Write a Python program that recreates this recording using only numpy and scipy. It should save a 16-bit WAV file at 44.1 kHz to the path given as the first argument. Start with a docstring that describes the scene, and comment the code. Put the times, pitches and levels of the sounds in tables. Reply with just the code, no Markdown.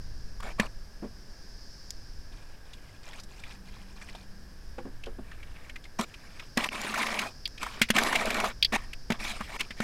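"""Wind rumble on the microphone and two bands of insect buzz over a faint field hiss are heard first.
Knocks and scrapes then set a plastic bucket down, soft hollow bumps follow, and a jug pours water in gulps.
Last a hand stirs gritty mud: clods and pebbles knock and scrape the wall, whose drum tone booms.
Noise shaped by resonances gives the wall, wind and insects; damped sines give drops, grit and hollow tones."""
import sys
import numpy as np
from scipy import signal
from scipy.fft import rfft, irfft, next_fast_len
from scipy.io import wavfile
from scipy.ndimage import uniform_filter1d, map_coordinates

SR = 44100
rng = np.random.default_rng(int(sys.argv[2]) if len(sys.argv) > 2 else 0)


def digitize_waveform(pressure):
    """Quantize a signal to 16-bit integers and store it at the path in sys.argv[1].

    Rows of a 2-D input are taken as channels; values are limited to [-1, 1].
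    """
    field = np.atleast_2d(pressure).T
    bounded = np.clip(field, -1, 1)
    quanta = np.round(bounded * 32767).astype(np.int16)
    wavfile.write(sys.argv[1], SR, quanta)


def invert_db(x):
    """Field ratio 10**(x/20) for x, a level in decibels (scalar or array-like)."""
    u = np.asarray(x, float) / 20
    return 10 ** u


N = 433503  # length in samples

# mud and fingers dragged along the wall, one row a stroke; the last column is the gain of the low body:
# [start_s, end_s, start_db, end_db, body_gain_db]
STROKES = [(0.436, 0.517, -42, -46.5, 3.5), (0.592, 0.666, -42, -49, 6.5),
           (5.263, 5.66, -59.5, -54.5, -4.5), (5.994, 6.042, -29.5, -43.5, 3),
           (6.083, 6.424, -58, -50.5, -7.5), (6.581, 6.665, -32, -33.5, -1.5),
           (6.739, 6.952, -35, -34, -1.5), (6.988, 7.255, -32.5, -34.5, -1.5),
           (7.62, 7.8, -41, -46.5, -4.5), (7.974, 8.209, -27, -30, 0), (8.27, 8.477, -34, -32, 3.5),
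           (8.727, 8.762, -26.5, -27, -1), (8.778, 8.935, -44, -64, -2.5), (9.11, 9.184, -39, -58.5, 5.5),
           (9.207, 9.316, -33, -33.5, -12), (9.345, 9.5, -44.5, -46, -6.5), (9.497, 9.562, -55, -33, -3),
           (9.606, 9.722, -36, -67, -6.5), (9.772, 9.832, -51.5, -30, -4)]
# resonances of the bucket wall, lowest first: [pitch_hz, width_hz, level_db]
WALL_MODES = [(221, 32.7, 8.5), (416, 150, 4), (573, 137, 2), (1100, 250, 1.5), (1600, 1500, -4),
              (2400, 600, 2.5), (4050, 2240, -10.5)]
# narrow wall tones that wet grit sets singing: [pitch_hz, width_hz]
SINGING_TONES = [(640, 62), (1090, 44), (1800, 82), (2180, 70), (2480, 80)]
# clods and the ground striking the wall: [start_s, level_db, boom_gain_db, ring_hz, t60_s]
KNOCKS = [(0.5975, -17.5, -5.5, 1960, 0.044), (1.905, -23.5, -37, 5300, 0.015),
          (5.9951, -36, 6, 1230, 0.016), (6.573, -15, -11, 1800, 0.032), (6.688, -19.5, -25, 2380, 0.012),
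          (7.629, -20, -48, 1430, 0.037), (7.6635, -26.5, -34, 1210, 0.047), (7.815, -15, -11, 2400, 0.078),
          (7.9024, -13, -11, 2180, 0.041), (9.1028, -20.5, -3, 1840, 0.034), (9.12, -21, -8, 2550, 0.032),
          (9.4066, -26, -10.5, 1200, 0.055), (9.7057, -33, -12, 2130, 0.061),
          (9.8026, -21, -6.5, 1600, 0.031)]
# clods that slip and swell rather than strike: [start_s, level_db, ring_hz]
SLIPS = [(0.4, -38.5, 1100), (0.426, -39.5, 1170), (6.638, -24, 2400), (6.939, -27.5, 1370),
         (6.975, -27, 1050), (7.026, -26.5, 1910), (7.064, -30, 2220), (7.188, -22.5, 2170),
         (7.961, -21.5, 2500), (7.792, -42.5, 1500), (7.886, -33, 2160), (7.981, -15.5, 1520),
         (8.125, -25.5, 1060), (8.1527, -20.5, 2370), (8.302, -24.5, 2050), (8.3984, -25.5, 1980),
         (8.4402, -25, 1000), (8.93, -37.5, 2380), (9.594, -34, 2200), (9.605, -25, 2440)]
# single grains of grit cracking under the hand: [start_s, level_db]
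SNAPS = [(6.012, -22), (6.816, -26), (6.8404, -33), (6.8907, -33), (6.988, -27), (7.1425, -26.5),
         (7.2174, -26), (7.4769, -30.5), (8.0356, -17), (8.2564, -22), (8.345, -22)]
# a pebble clacking on bare plastic: [start_s, peak_db]
CLACKS = [(7.455, -17.5), (8.626, -5), (8.647, -10.5)]
# resonances of the pebble clack: [pitch_hz, width_hz, level_db]
PEBBLE_MODES = [(2200, 630, 6.7), (2920, 900, 6.5), (3340, 314, 12.3), (4700, 350, 6.4)]
# drops and crumbs ticking on the wall: [start_s, level_db, ring_hz]
TICKS = [(2.733, -53, 3400), (3.131, -53.5, 2210), (3.182, -59, 3030), (3.198, -54.5, 4930),
         (3.234, -57, 5400), (3.394, -60, 3600), (3.436, -50.5, 2330), (3.508, -54.5, 2450),
         (4.014, -52, 1665), (4.0871, -53, 2030), (4.148, -51, 756), (4.15, -54.5, 3600),
         (5.036, -51, 2630), (5.058, -53.5, 3080), (5.3139, -52.5, 1780), (5.428, -53.5, 2270),
         (5.695, -48, 2200), (5.758, -47, 2080), (5.8396, -56.5, 3540), (5.852, -54.5, 2110),
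         (6.14, -51.5, 2450), (6.3952, -46.5, 2220), (7.577, -49.5, 2500)]
# gulps of water leaving the jug: [start_s, end_s, start_db, end_db]
GULPS = [(2.327, 2.55, -59, -66), (2.658, 2.96, -63, -61), (3.038, 3.193, -52, -51),
         (3.294, 3.544, -57, -53), (3.66, 3.933, -56.5, -60), (3.969, 4.224, -53, -57)]
# resonances that the spray rings on the wall: [pitch_hz, width_hz, level_db]
SPRAY_MODES = [(2400, 71, 16.5), (3450, 77, -3), (770, 600, 13)]
# soft bumps of the jug on bucket and ground: [start_s, level_db, t60_s, favoured_ring_hz]
BUMPS = [(1.022, -35.5, 0.2, 225), (1.042, -42, 0.081, 503), (4.781, -33.5, 0.087, 576),
         (4.85, -40.5, 0.17, 270), (5.066, -40, 0.13, 480), (5.184, -36.5, 0.1, 234)]
# hollow modes of jug and bucket: [pitch_hz]
HOLLOW_HZ = [204.4, 264.4, 353, 465, 532, 766]
# course of the background: [time_s, wind_db, chorus_db]
FIELD_COURSE = [(0, -33.5, -57.5), (1, -43, -61), (1.75, -45, -54), (2.2, -40, -59), (2.6, -45.5, -65),
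                (4.7, -42, -62.5), (5.3, -37.5, -70.5), (5.9, -47, -64.5), (6.7, -48, -55.5),
                (8.7, -38, -58.5), (9.83, -43.5, -56.5)]
# spectral shape of the wind rumble: [frequency_hz, relative_db_per_hz]
RUMBLE_SHAPE = [(15, 6.5), (29, 2.5), (124, -17), (197, -23.5), (650, -48.5), (1100, -120)]
# spectral shape of the field hiss: [frequency_hz, relative_db_per_hz]
HISS_SHAPE = [(100, 5), (500, -6), (1200, -11.5), (3300, -18.5), (7500, -23.5), (16000, -26)]
# resonance of the upper insect band, applied twice: [pitch_hz, width_hz, level_db]
CHORUS_MODES = [(5100, 1150, 0)]
# resonance of the steady lower buzz, applied twice: [pitch_hz, width_hz, level_db]
DRONE_MODES = [(1640, 290, 0)]

GRIP, LET_GO = 0.16, 0.21  # attack and release of a stroke, as shares of its length
FIZZ_DB, SING_DB = -12.5, -9  # relative to the drag
DRUM_DB, DRUM_GROWTH = -13.5, 1.62  # hum re drag in the hardest stroke; exponent of its growth with the stroke
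BODY_HZ = 1500  # below this a full hand of mud sounds more than fingertips do
HARD_DB = -23.5  # a knock's crack gain is its level above this
SLIP_S = 0.0048  # a slip peaks this long after it starts
GUSH_S, TRAIL_S = 0.013, 0.029  # a gulp sets in and trails off
HOLLOW_DB_PER_OCTAVE = 13  # loss of a hollow mode away from the favoured ring


def stirring():
    """Stick-slip friction: clumped grit excites wall modes and singing tones; bare grains give fizz."""
    clumps = 1.6 * wobble(45)
    wall_grains = grains(count=20000, centre_hz=1700, octaves=1.3, cycles=2, spread_db=4, glide=0)
    rub = rng.standard_normal(N) + wall_grains
    drag = invert_db(clumps + 1.4 * wobble(120)) * filtered(rub, modes(WALL_MODES))
    drag = patchy(drag, depth_db=2)

    # each tone comes and goes on its own
    tones = [unit(filtered(rub, modes([(hz, width, 0)]))) for hz, width in SINGING_TONES]
    singing = unit(sum(invert_db(5 * wobble(14)) * tone for tone in tones))

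    bare_grains = grains(count=12000, centre_hz=6330, octaves=1.0, cycles=0.31, spread_db=3, glide=0)
    grit = rng.standard_normal(N) + 2.1 * bare_grains
    bright = filtered(grit, lambda f: highpass(f, 3500) ** 2 / (1 + 1j * f / 9500) ** 2)
    fizz = patchy(invert_db(clumps + 2.6 * wobble(70)) * bright, depth_db=5.0)

    hand, palm = np.zeros(N), np.zeros(N)
    for start, end, start_db, end_db, body_db in STROKES:
        length = end - start
        move = gesture(start, end, start_db, end_db, GRIP * length, LET_GO * length)
        hand += move
        palm += invert_db(body_db) * move

    drum = unit(filtered(rub, modes(WALL_MODES[:1])))
    hum = invert_db(DRUM_DB) * hand.max() * (hand / hand.max()) ** DRUM_GROWTH * drum
    mud = drag + invert_db(SING_DB) * singing
    body = filtered(mud, lambda f: 1 / (1 + (f / BODY_HZ) ** 4))
    return hum + palm * body + hand * (mud - body + invert_db(FIZZ_DB) * fizz)


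def knocks():
    """Impact excitation: a sharp blow rings and cracks, and the wall's lowest modes boom."""
    out, t = np.zeros(N + SR), np.arange(SR // 5) / SR
    for start, db, boom_db, hz, t60 in KNOCKS:
        envelope = invert_db(-60 * t / max(t60, .008)) * (1 - np.exp(-t / 0.0013))
        strike = blow(hz, envelope, crack_db=db - HARD_DB)
        place(out, start, invert_db(db) * (strike + invert_db(boom_db) * boom(t, rise=0.00014)))
    return out[:N]


def slips():
    """Gradual release: a slipping clod swells to its peak and dies away with little crack."""
    out, t = np.zeros(N + SR), np.arange(SR // 5) / SR
    for start, db, hz in SLIPS:
        swell = (t / SLIP_S * np.exp(1 - t / SLIP_S)) ** 2
        place(out, start, invert_db(db) * blow(hz, swell, crack_db=-2, width=0.32))
    return out[:N]


def snaps():
    """Brittle fracture: a cracking grain is a brief wideband burst over a weak ring of random pitch."""
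    out, t = np.zeros(N + SR), np.arange(SR // 5) / SR
    for start, db in SNAPS:
        envelope = 0.43 * invert_db(-60 * t / 0.015)
        place(out, start, invert_db(db) * blow(rng.uniform(2000, 6700), envelope, crack_db=17, width=0.79))
    return out[:N]


def clacks():
    """Hard impact: a decaying noise burst excites the pebble's resonances, with the bass removed."""
    out, t = np.zeros(N + SR), np.arange(SR // 5) / SR
    for start, db in CLACKS:
        burst = invert_db(-60 * t / 0.034) * rng.standard_normal(len(t))
        ring = filtered(burst, lambda f: (0.05 + modes(PEBBLE_MODES)(f)) * highpass(f, 2000) ** 4)
        place(out, start, invert_db(db) * ring / np.abs(ring).max())
    return out[:N]


def ticks():
    """Light impact with bubble resonance: a short rattle and a damped sine share one pitch."""
    out, t = np.zeros(N + SR), np.arange(SR // 5) / SR
    for start, db, hz in TICKS:
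        bubble = 2.1 * invert_db(-60 * t / 0.064) * np.sin(2 * np.pi * hz * t)
        rattle = blow(hz, t / 0.0014 * np.exp(1 - t / 0.0033), crack_db=-35)
        place(out, start, invert_db(db) * (rattle + bubble))
    return out[:N]


def pouring():
    """Bubble resonance and spatter in uneven gushes, while the jet excites the bucket's air into a hum."""
    gushes = invert_db(2.5 * wobble(70))
    drops = grains(count=2500, centre_hz=2300, octaves=1.3, cycles=6, spread_db=4.5, glide=.002, size=500)
    spatter = grains(count=6000, centre_hz=4300, octaves=1.1, cycles=1.6, spread_db=4.5, glide=0)
    patter = unit(filtered(rng.standard_normal(N), modes(SPRAY_MODES)))
    splash = unit(gushes * (drops + 1.17 * spatter + 1.3 * patter))
    hum = unit(filtered(rng.standard_normal(N), modes([(196.0, 6.0, 0)])))
    filling = np.interp(np.arange(N) / SR, [3, 3.2, 4.5, 4.7], [0, 1, 1, 0])
    flow = sum(gesture(*row, GUSH_S, TRAIL_S) for row in GULPS)
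    return flow * splash + invert_db(-59.5) * filling * hum


def bumps():
    """Selective modal excitation: a soft thud rings the nearest hollow modes most; low ones last longest."""
    out, t = np.zeros(N + SR), np.arange(SR // 4) / SR
    for start, db, t60, hz in BUMPS:
        push = invert_db(db - 60 * t / t60) * (1 - np.exp(-t / 0.0036))
        thud_shape = modes([(1.5 * hz, 2 * hz, 0)])
        thud = unit(filtered(rng.standard_normal(len(t)), lambda f: thud_shape(f) ** 2))
        ring = np.zeros(len(t))
        for mode_hz in HOLLOW_HZ:
            loss_db = HOLLOW_DB_PER_OCTAVE * abs(np.log2(mode_hz / hz))
            extra_decay_db = 60 * t / t60 * (mode_hz / hz - 1)  # on top of the push; negative for low modes
            cycles = mode_hz * rng.normal(1, 0.037) * t + rng.random()
            ring += invert_db(-loss_db - extra_decay_db) * np.sin(2 * np.pi * cycles)
        place(out, start, push * (1.86 * ring + invert_db(-12 * t / t60) * thud))
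    return out[:N]


def field():
    """Spectrally shaped noise: gusty rumble on the microphone, hiss, and two resonant insect bands."""
    wind_db, chorus_db = curves(FIELD_COURSE)
    rumble = unit(filtered(rng.standard_normal(N), lambda f: along(RUMBLE_SHAPE, f)))
    hiss = unit(filtered(rng.standard_normal(N), lambda f: along(HISS_SHAPE, f)))
    upper_buzz = filtered(rng.standard_normal(N), lambda f: modes(CHORUS_MODES)(f) ** 2)
    chorus = unit(invert_db(0.43 * wobble(44)) * upper_buzz)
    drone = unit(filtered(rng.standard_normal(N), lambda f: modes(DRONE_MODES)(f) ** 2))
    return invert_db(wind_db) * rumble + invert_db(-55) * hiss + invert_db(chorus_db) * chorus + invert_db(-65.0) * drone


def blow(hz, envelope, crack_db, width=0.5):
    """Struck resonance: a noise-fed ring under a wide crack that is over sooner; width is re pitch."""
    rattle, snap = rng.standard_normal((2, len(envelope)))
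    ring = unit(filtered(rattle, modes([(hz, width * hz, 0), (1.05 * hz, 1.39 * hz, -10)])))
    crack = invert_db(crack_db) * filtered(snap, lambda f: highpass(f, 1500) / (1 + 1j * f / 7000) ** 2)
    return envelope * (ring + envelope * crack)


def boom(t, rise):
    """Modal decay: the three lowest wall modes ring like a drum, wider ones dying sooner."""
    ring = np.zeros(len(t))
    for hz, width, db in WALL_MODES[:3]:
        tone = np.sin(2 * np.pi * hz * rng.normal(1, 0.042) * t)
        ring += invert_db(db) * np.exp(-np.pi * width * t) * tone
    ring *= 1 - np.exp(-t / rise)
    return filtered(ring, lambda f: highpass(f, 110) ** 2)  # a small drum radiates no deep bass


def grains(count, centre_hz, octaves, cycles, spread_db, glide, size=320):
    """Granular excitation: scattered soft-starting damped sines of total rms 1; positive glide raises pitch."""
    at, pitch, chance = rng.random((3, count, 1))
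    hz = centre_hz * 2 ** (octaves * (2 * pitch - 1))
    n = np.arange(size)
    turn = hz * n / SR  # cycles since the grain began
    shape = turn * np.exp(-turn / cycles) * (1 - n / len(n))
    loudness = invert_db(-spread_db * np.log(chance + 0.044))  # a few grains are much louder
    wave = loudness * shape * np.sin(2 * np.pi * turn * (1 + glide * turn))
    places = (at * N).astype(int) + n
    return unit(np.bincount(places.ravel(), wave.ravel(), N)[:N])


def gesture(start, end, start_db, end_db, attack, release):
    """Gain of one movement: it swells up to its start, slides in level to its end, then dies away."""
    t = np.arange(N) / SR
    edges = np.clip((start - t) / attack, 0, None) + np.clip((t - end) / release, 0, None)
    return invert_db(np.interp(t, [start, end], [start_db, end_db]) - 20 * edges ** 2)


def patchy(x, depth_db):
    """Random time-frequency gain: drifting patches a few hundred Hz by some tens of ms; rms 1."""
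    z = signal.stft(x, nperseg=256)[2]
    patches = uniform_filter1d(rng.standard_normal(z.shape), size=3, axis=0)
    patches = uniform_filter1d(patches, size=14, axis=1)
    return unit(signal.istft(z * invert_db(depth_db * unit(patches)), nperseg=256)[1][:N])


def modes(table):
    """Modal superposition: causal response of a set of resonances with alternating signs."""
    def response(f):
        total = 0
        for k, (centre, width, db) in enumerate(table):
            total = total + (-1) ** k * invert_db(db) * 1j * f * width / (centre ** 2 - f ** 2 + 1j * f * width)
        return total
    return response


def highpass(f, corner_hz):
    """First-order high-pass response."""
    return 1j * f / (corner_hz + 1j * f)


def filtered(x, response):
    """Linear filtering: the spectrum of x times a response of frequency in Hz."""
    m = next_fast_len(len(x) + 8192)  # room for the ringing
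    return irfft(rfft(x, m) * response(np.fft.rfftfreq(m, 1 / SR)), m)[:len(x)]


def along(points, hz):
    """Spectral envelope: (Hz, dB) points read on a log frequency axis, as gain."""
    f, db = np.transpose(points)
    return invert_db(np.interp(np.log(hz + 1), np.log(f + 1), db))


def curves(rows):
    """Linear interpolation: one value a sample for each column after the time; -120 outside the rows."""
    s, *cols = np.transpose(rows)
    return [np.interp(np.arange(N) / SR, s, c, left=-120, right=-120) for c in cols]


def wobble(rate):
    """Slow random modulation: a smooth curve through random knots, rate knots a second."""
    return map_coordinates(rng.standard_normal(int(N * rate / SR) + 4), [np.arange(N) * rate / SR])


def unit(x):
    """Level normalisation: x scaled to rms 1."""
    return x / np.sqrt(np.mean(x ** 2) + 1e-20)


def place(out, start, sound):
    """Superposition: adds a sound to out from start, in seconds."""
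    out[round(start * SR):][:len(sound)] += sound


def scene():
    """Superposition: all sources add at one microphone in the open."""
    contacts = knocks() + slips() + snaps() + clacks() + ticks()
    return (stirring() + contacts + pouring() + bumps() + field())[None]


def low_pass(x):
    """Removes everything above the highest recorded frequency."""
    return signal.sosfilt(signal.butter(12, 16470, fs=SR, output="sos"), x)


def record(dry):
    """Band limiting: the microphone fades above 13 kHz and stops near 16 kHz."""
    heard = filtered(dry[0], lambda f: (f < 15930) / np.sqrt(1 + (f / 13500) ** 12))
    return low_pass(heard[None])


dry = scene()
out = record(dry)
digitize_waveform(out)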